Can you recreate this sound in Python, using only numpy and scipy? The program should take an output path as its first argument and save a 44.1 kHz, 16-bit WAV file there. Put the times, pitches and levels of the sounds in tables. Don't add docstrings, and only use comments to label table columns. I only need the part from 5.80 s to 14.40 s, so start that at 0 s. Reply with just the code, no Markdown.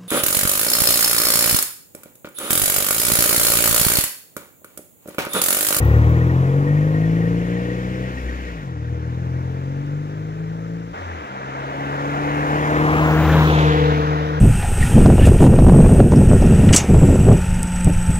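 import sys
import numpy as np
from scipy import signal
from scipy.io import wavfile
from scipy.ndimage import uniform_filter1d

SR = 44100
rng = np.random.default_rng(int(sys.argv[2]) if len(sys.argv) > 2 else 0)


def linear_from_db(decibels):
    return 10 ** (np.asarray(decibels, float) / 20)


def master_out(mix):
    frames = np.transpose(np.atleast_2d(mix))
    ceiling = np.clip(frames, -1, 1)
    pcm = np.round(ceiling * 32767).astype(np.int16)
    wavfile.write(sys.argv[1], SR, pcm)


N = 379255
HOP = 128
RETURN_S = 5.135


def evened(x):
    return x / np.sqrt(np.mean(abs(x) ** 2) + 1e-20)


def spectrum_at(points, hz):
    f, value = np.transpose(points)
    return np.interp(np.log(hz + 1), np.log(f + 1), value)


def curves(rows, t):
    s, *rest = np.transpose(rows)
    return [np.interp(t, s, column) for column in rest]


def drift(shape, size):
    smooth = uniform_filter1d(rng.standard_normal(shape), size)
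    return evened(uniform_filter1d(smooth, size))


def ramp(t, s, length):
    return .5 + .5 * np.tanh((t - s) / length)


def bump(t, s, length):
    return np.exp(-((t - s) / length) ** 2 / 2)


def joined(*dbs):
    return 10 * np.log10(sum(linear_from_db(db) ** 2 for db in dbs))


# time_s, left_port_lead_ms
BEARING = [(0, 0.28), (.8, 0.35), (2.5, 0.41), (4, 0.47), (5, .5), (6.6, 0.43), (6.9, .37), (7.25, .22),
           (7.55, -0.061), (7.7, -0.27), (8, -0.42), (8.6, -0.49)]


def leads(t):
    pipe = 0.81 * curves(BEARING, t - .14)[0] - .15 * np.exp(-t)
    return pipe, curves(BEARING, t)[0]


# start_s, end_s, extra_boom_db
COASTS = [
    (2.352, 2.89, 9.5),
    (5.135, 5.491, 10.5),
]


def states(t, order=3):
    throttle_s = 0.064
    early_s = 0.065 * (order == 1)
    shut = np.array([ramp(t, a, throttle_s) - ramp(t, b - early_s, throttle_s) for a, b, _ in COASTS])
    driving = 1 - shut.sum(axis=0)
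    back = t > RETURN_S
    gone = ramp(t, 7.25 + 0.098 * order, 0.2)
    shares = np.array([driving * ~back, 1 - driving, driving * back * (1 - gone), driving * back * gone])
    return shares, np.transpose(COASTS)[-1] @ shut


# pitch_hz, likeness_0_to_1
SAME = [(100, 1), (500, 1), (2000, 0.91), (3500, 0.44), (6000, 0.26), (12000, .7)]
# pitch_hz, shade_db_per_ms of lead
SHADOW = [(300, -1), (1500, -2.5), (3500, 9.5), (6000, 7.5), (9000, 11), (13000, 6.5)]
# pitch_hz, left_minus_right_db
PORTS = [(100, 3), (400, 1.5), (700, 1), (1300, 2), (2400, 2), (3800, -4.5), (5800, 2), (6700, 6.5),
         (7300, 30), (8300, 19), (10000, 15.5), (12500, 9), (15500, 17.5)]


def noise_pair(level, lead_ms, hz):
    a, b, c, d = rng.standard_normal((level.shape[1], len(hz), 4)).T
    same = np.clip(spectrum_at(SAME, hz), 0, 1)[:, None]
    left = a + 1j * b
    late = np.exp(-2j * np.pi * hz[:, None] * lead_ms / 1000)
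    right = same * left * late + np.sqrt(1 - same ** 2) * (c + 1j * d)
    shade = linear_from_db(spectrum_at(SHADOW, hz)[:, None] * lead_ms / 2)
    z = np.array([left * shade, right / shade / linear_from_db(spectrum_at(PORTS, hz))[:, None]])
    unit = np.sqrt(SR / 2 * 3 / (4 * HOP))
    return unit * signal.istft(z * level, nperseg=4 * HOP, noverlap=3 * HOP)[1][:, :N]


def at_ports(left, column, right_db):
    t = np.arange(N) / SR
    return np.array([left, linear_from_db(right_db) * np.interp(t - leads(t)[column] / 1000, t, left)])


# time_s, crank_hz (turns per second), effort_db
FIRST_GEAR = [(0, 34.47, -30.5), (.2, 37.66, -30), (.64, 44.65, -31), (.91, 49.24, -31.5),
              (1.47, 56.47, -31), (1.8, 59.75, -34), (2.24, 63.32, -33.5)]
SHIFT = [(2.38, 63.08, -37), (2.63, 62.7, -41.5), (2.74, 58.1, -42), (2.84, 47.16, -42.5),
         (2.97, 37.6, -46.5), (3.11, 40.67, -41.5), (3.2, 38.55, -43.5)]
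SECOND_GEAR = [(3.33, 41.56, -40.5), (3.671, 43.5, -39.5), (4.04, 47.77, -40), (4.41, 51.6, -41.5),
               (4.91, 55.6, -41.5), (5.13, 56.8, -44.5)]
UPSHIFT = [(5.14, 89.9, -43), (5.241, 89.4, -46), (5.35, 83.6, -46), (5.5, 64.25, -44)]
PASSING = [(5.6, 66.85, -43.5), (6.09, 70.4, -34.5), (6.6, 73.7, -30.5), (7.1, 76.22, -23),
           (7.43, 77.92, -23.5), (7.749, 76.7, -28), (8.081, 74.86, -30.5), (8.301, 75.7, -34),
           (8.6, 76.1, -37)]
DRIVE = FIRST_GEAR + SHIFT + SECOND_GEAR + UPSHIFT + PASSING


def crank():
    t = np.arange(N) / SR
    hz = curves(DRIVE, t)[0]
    turns = np.cumsum(hz) / SR
    return np.array([turns, turns - hz * leads(t)[0] / 1000])


# pitch_hz, level_db
SILENCER = [(40, -1.5), (78, 9.5), (110, 0.6), (165, -0.5), (215, -20.5), (255, -18), (290, -9.5),
            (375, -23.5)]
# crank_order, pulling_away_db, coasting_db, approaching_db, gone_by_db
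STRONG = [(1, -7.5, 2.5, -17.5, -3), (2, 4.5, -4, 3, 12), (3, 14, 9.5, 1, -4), (4, 8, 13.5, 12, 15),
          (6, 12.5, 5, 15, 30)]


def strong_orders(frames):
    effort_db = curves(DRIVE, frames)[1]
    early, boom_db = states(frames, order=1)
    bite_db = 19 * states(frames)[0][2] * np.exp(-abs(frames - COASTS[-1][1]) / 0.33)
    near = np.exp(-frames / 6.7)
    orders = []
    for k, *dbs in STRONG:
        pitch = curves(DRIVE, frames)[0] * k
        echo_db = -11 * np.exp(-((pitch - 93.6) / 5.7) ** 2 / 2) * near
        colour_db = spectrum_at(SILENCER, pitch) + echo_db
        db = effort_db + dbs @ states(frames, order=k)[0] + 4.3
        if k == 1:
            db = db + colour_db * (1 - early[1]) + boom_db
        else:
            db = db + colour_db + bite_db * (k == 3)
        orders.append((k, db, 1.25, .015))
    return orders


# pitch_hz, level_db
PIPE = [(20, -74.5), (100, 6), (200, -5), (250, -1.5), (300, 5.5), (370, -10), (475, 1.5), (560, -10),
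        (700, -16), (1000, -40)]
# crank_order, level_db
ORDERS_DB = [(1.5, -13.5), (2.5, -8.5), (3.5, -8), (4.5, -5.5), (5, 0), (5.5, -10.5), (6.5, -9), (7, -4),
             (7.5, -13), (8, 1), (8.5, -1.5), (9, -7), (10, -2), (11, -4), (12, -2), (13, -6.5), (14, -4),
             (15, -7), (16, -10.5)]
# rasp against effort in level_db, its brightness in tilt_db_per_order
RASP_DB = [0.2, -2.5, -3, -6]
TILT_DB_PER_ORDER = [0.19, .01, .01, -.5]
LOW_HALF_DB = [5.5, 5, -6, -8]
HIGH_HALF_DB = [-2, -8, -0.5, 1]


def weak_orders(frames):
    hz, effort_db = curves(DRIVE, frames)
    shares = states(frames)[0]
    falling = uniform_filter1d(1. * (np.gradient(hz, frames) < -12), size=20)
    close = np.exp(-frames / 0.7)
    colour = 0.92 - 0.55 * close
    rasp_db = effort_db - 7 * np.exp(-frames / 0.12) - 0.36 * (frames - 1.5) * shares[0]
    rasp_db = rasp_db + RASP_DB @ shares + 1.5 * falling
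    orders = []
    for k, order_db in ORDERS_DB:
        db = rasp_db + order_db + (k - 6) * (TILT_DB_PER_ORDER @ shares)
        if k % 1 > 0:
            db = db + (LOW_HALF_DB if k < 3 else HIGH_HALF_DB) @ shares
        db = db + 5.5 * ((k in (7, 10)) - (k == 8)) * close
        db = db + colour * spectrum_at(PIPE, hz * k)
        orders.append((k, db, 3.0, .007 * k))
    return orders


def exhaust(turns, frames):
    coarse, out = 8, 0
    t = np.arange(0, N, coarse) / SR
    strong = [(16, *row) for row in strong_orders(frames)]
    weak = [(36, *row) for row in weak_orders(frames)]
    for wobble_frames, k, db, swing_db, slip in strong + weak:
        wobble = drift(len(frames), size=wobble_frames)
        wander = drift(len(frames), size=14)
        phase = k * turns[:, ::coarse] + np.interp(t, frames, slip * wander) + .45 * rng.random()
        out = out + np.interp(t, frames, linear_from_db(db + swing_db * wobble)) * np.cos(2 * np.pi * phase)
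    out = signal.resample_poly(out, coarse, 1, axis=1, padtype="line")[:, :N]
    return out * linear_from_db([[0], [-2.8]])


def roar(turns, frames, hz):
    shares = states(frames)[0]
    launch = np.exp(-frames / 0.16)
    level_db = curves(DRIVE, frames)[1] + 7 * launch + [-27.5, -21.5, -26.5, -23] @ shares
    level_db = level_db + 3.5 * bump(frames, 7.62, .13)
    gas = noise_pair(linear_from_db(spectrum_at(PIPE, hz)[:, None] + level_db), leads(frames)[0], hz)
    depth = [0.059, .11, 0.36, 0.06] @ shares + 0.51 * launch
    per_turn = 2.7 * np.exp(-(turns % 1) / 0.19)
    per_firing = 0.47 * np.exp(-(3 * turns % 1) / 0.32)
    puffs = uniform_filter1d(per_turn + per_firing - .9, size=60)
    return gas * (1 + np.interp(np.arange(N) / SR, frames, depth) * puffs)


def box(frames, ring_hz=478.2):
    t = np.arange(N) / SR
    hz, effort_db = curves(DRIVE, frames)
    shares = states(frames)[0]
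    level_db = effort_db + [-3, -5, -4, 0] @ shares
    level_db = level_db + 3.5 * shares[0] * np.cos(2 * np.pi * ring_hz / hz)
    level_db = level_db + 12 * bump(frames, 8.02, .12)
    swing, wander = drift((2, len(frames)), size=24)
    hum = np.cos(2 * np.pi * (ring_hz * t + np.interp(t, frames, 0.072 * wander)))
    return at_ports(hum * np.interp(t, frames, linear_from_db(level_db + 1.2 * swing)), column=0, right_db=-6.5)


# time_s, level_db
ROAD = [(0, -29), (.3, -30.5), (1.5, -38), (2.2, -39.5), (3.0, -41.5), (3.6, -39.5), (5.13, -42.5),
        (5.14, -31.5), (5.5, -32), (6.0, -27), (6.8, -21), (7.25, -19), (7.5, -20.5), (7.8, -20),
        (8.05, -22.5), (8.6, -29)]


def wash_levels(t):
    near_db = curves(ROAD, t)[0]
    gravel_db = np.interp(t, (.8, 1.7, 2.68, 2.95), (0.1, 8.47, 10.6, 0.1))
    hiss_db = -7.5 + 0.94 * (near_db + 30) - 30.5 + gravel_db
    aside_ms = np.maximum(abs(leads(t - .08)[1] - 0.039) - 0.1, 0)
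    beam_db = -46.5 + 1.62 * (hiss_db + 27.0) - 150 * aside_ms ** 2
    fizz_db = joined(beam_db, -82, -49 - 24.5 * t)
    grit_db = hiss_db + [-17, -17, -19, -13.5] @ states(t)[0]
    grit_db = grit_db + .2 * np.maximum(beam_db + 56, 0)
    return near_db, hiss_db, joined(grit_db, -60.5), fizz_db


# pitch_hz, level_db_per_hz
TREAD = [(60, -46), (400, -37), (750, -30.5), (1080, -30.5), (1500, -29.5), (2200, -32.5), (3000, -37.5),
         (4500, -41.5), (6000, -34), (7300, -29), (8500, -43), (11000, -27.5), (15500, -44.5), (16000, -34)]


def road(turns, frames, hz):
    low_db, mid_db, grit_db, top_db = wash_levels(frames)
    air_db = np.minimum(top_db, grit_db - 14.5)
    place = np.interp(np.log(hz + 1), np.log([1000, 2200, 5700, 11000]), np.arange(4))
    weights = np.maximum(1 - abs(place[:, None] - np.arange(4)), 0)
    field_db = weights @ [low_db, mid_db, grit_db, air_db] + spectrum_at(TREAD, hz)[:, None]
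    patches = evened(uniform_filter1d(drift((len(hz), len(frames)), size=12), size=6, axis=0))
    field_db += patches - 0.1 * drift(len(frames), size=3)
    spare = np.sqrt(np.maximum(linear_from_db(top_db) ** 2 - linear_from_db(air_db) ** 2, 0))
    beat = 1 + 0.041 * np.cos(2 * np.pi * turns)
    return beat * noise_pair(linear_from_db(field_db), leads(frames)[1], hz) + fizz(turns, spare, frames, hz)


# pitch_hz, level_db_per_hz
FIZZ = [(8000, -75), (10800, -56), (11800, -43), (14000, -25), (16000, -31)]


def fizz(turns, level, frames, hz, hz_per_ms=8000.):
    off_ms = abs(leads(frames - .08)[1] - .03)
    colour_db = spectrum_at(FIZZ, np.maximum(hz[:, None] - hz_per_ms * off_ms, 1))
    hiss = noise_pair(linear_from_db(colour_db) * level, leads(frames)[1], hz)
    puffs = 2.4 * np.exp(-(turns % 1) / .08) + 1.1 * np.exp(-((turns + .5) % 1) / .08)
    facing = np.exp(-np.arange(N) / SR / 1.5)
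    snaps = (rng.random(N) < 60 / SR) * linear_from_db(4.5 * np.minimum(rng.exponential(1, N), 3))
    crackle = 40 * uniform_filter1d(snaps, size=40)
    return hiss * (crackle + 1 + facing * (uniform_filter1d(puffs, size=24) - .45))


# time_s, peak_db
SHIELD = [(0.0155, -34), (0.0485, -38), (.0957, -34), (.1421, -32.5), (.2254, -38), (.352, -37),
          (0.406, -35), (.493, -36), (0.866, -36), (0.8956, -39), (0.9164, -43), (0.968, -40.5),
          (1.017, -39), (1.0831, -42), (1.142, -37), (1.165, -39.5), (1.2354, -36.5), (1.3576, -40),
          (1.4095, -39), (1.452, -38), (1.48, -43), (1.7657, -38), (1.791, -45), (1.8512, -42),
          (1.8924, -43), (2.234, -41), (2.3708, -36), (2.4842, -36), (2.5674, -44), (2.6648, -41)]


def shield(ring_hz=1875.0, rise_s=0.007, chatter_db=-47, chatter_per_s=74.0):
    t = np.arange(N) / SR
    knocks = linear_from_db(chatter_db) * rng.standard_normal(N) * (rng.random(N) < chatter_per_s / SR)
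    knocks *= 1 - ramp(t, 3.1, .2) + ramp(t, 7.8, .05)
    for s, db in SHIELD:
        knocks[round(s * SR)] += linear_from_db(db + 7.0)
    t = np.arange(3000) / SR
    ring = t / rise_s * np.exp(1 - t / rise_s) * np.sin(2 * np.pi * ring_hz * t)
    return at_ports(signal.oaconvolve(knocks, ring)[:N], column=1, right_db=-6.0)


# pitch_hz, level_db_per_hz
SPRAY = [(1500, -68), (2500, -64.5), (3500, -67.5), (4300, -76), (6000, -93)]


def spray(frames, hz, peak_s=7.79, length_s=0.25):
    swell = bump(frames, peak_s, length_s) * linear_from_db(2.4 * drift(len(frames), size=2))
    outside = abs(np.log2(hz / 3000 + 1e-3)) > 1
    colour = linear_from_db(spectrum_at(SPRAY, hz) - 60. * outside)
    return noise_pair(colour[:, None] * swell, leads(frames)[1], hz)


def scene():
    frames = np.arange(N // HOP + 2) * HOP / SR
    hz = np.fft.rfftfreq(4 * HOP, 1 / SR)
    turns = crank()
    engine = exhaust(turns, frames) + roar(turns, frames, hz) + box(frames)
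    return engine + road(turns, frames, hz) + shield() + spray(frames, hz)


def band_limit(x):
    return signal.sosfilt(signal.butter(12, 16770, fs=SR, output="sos"), x)


def record(dry):
    thin = signal.sosfilt(signal.butter(4, 46., "high", fs=SR, output="sos"), dry)
    thin = thin * signal.windows.tukey(N, .0012)
    lowpass = signal.firwin(511, 15760, window=("kaiser", 9), fs=SR)
    mix = signal.oaconvolve(thin, lowpass[None], "same")
    return band_limit(mix)


dry = scene()
out = record(dry)
master_out(out)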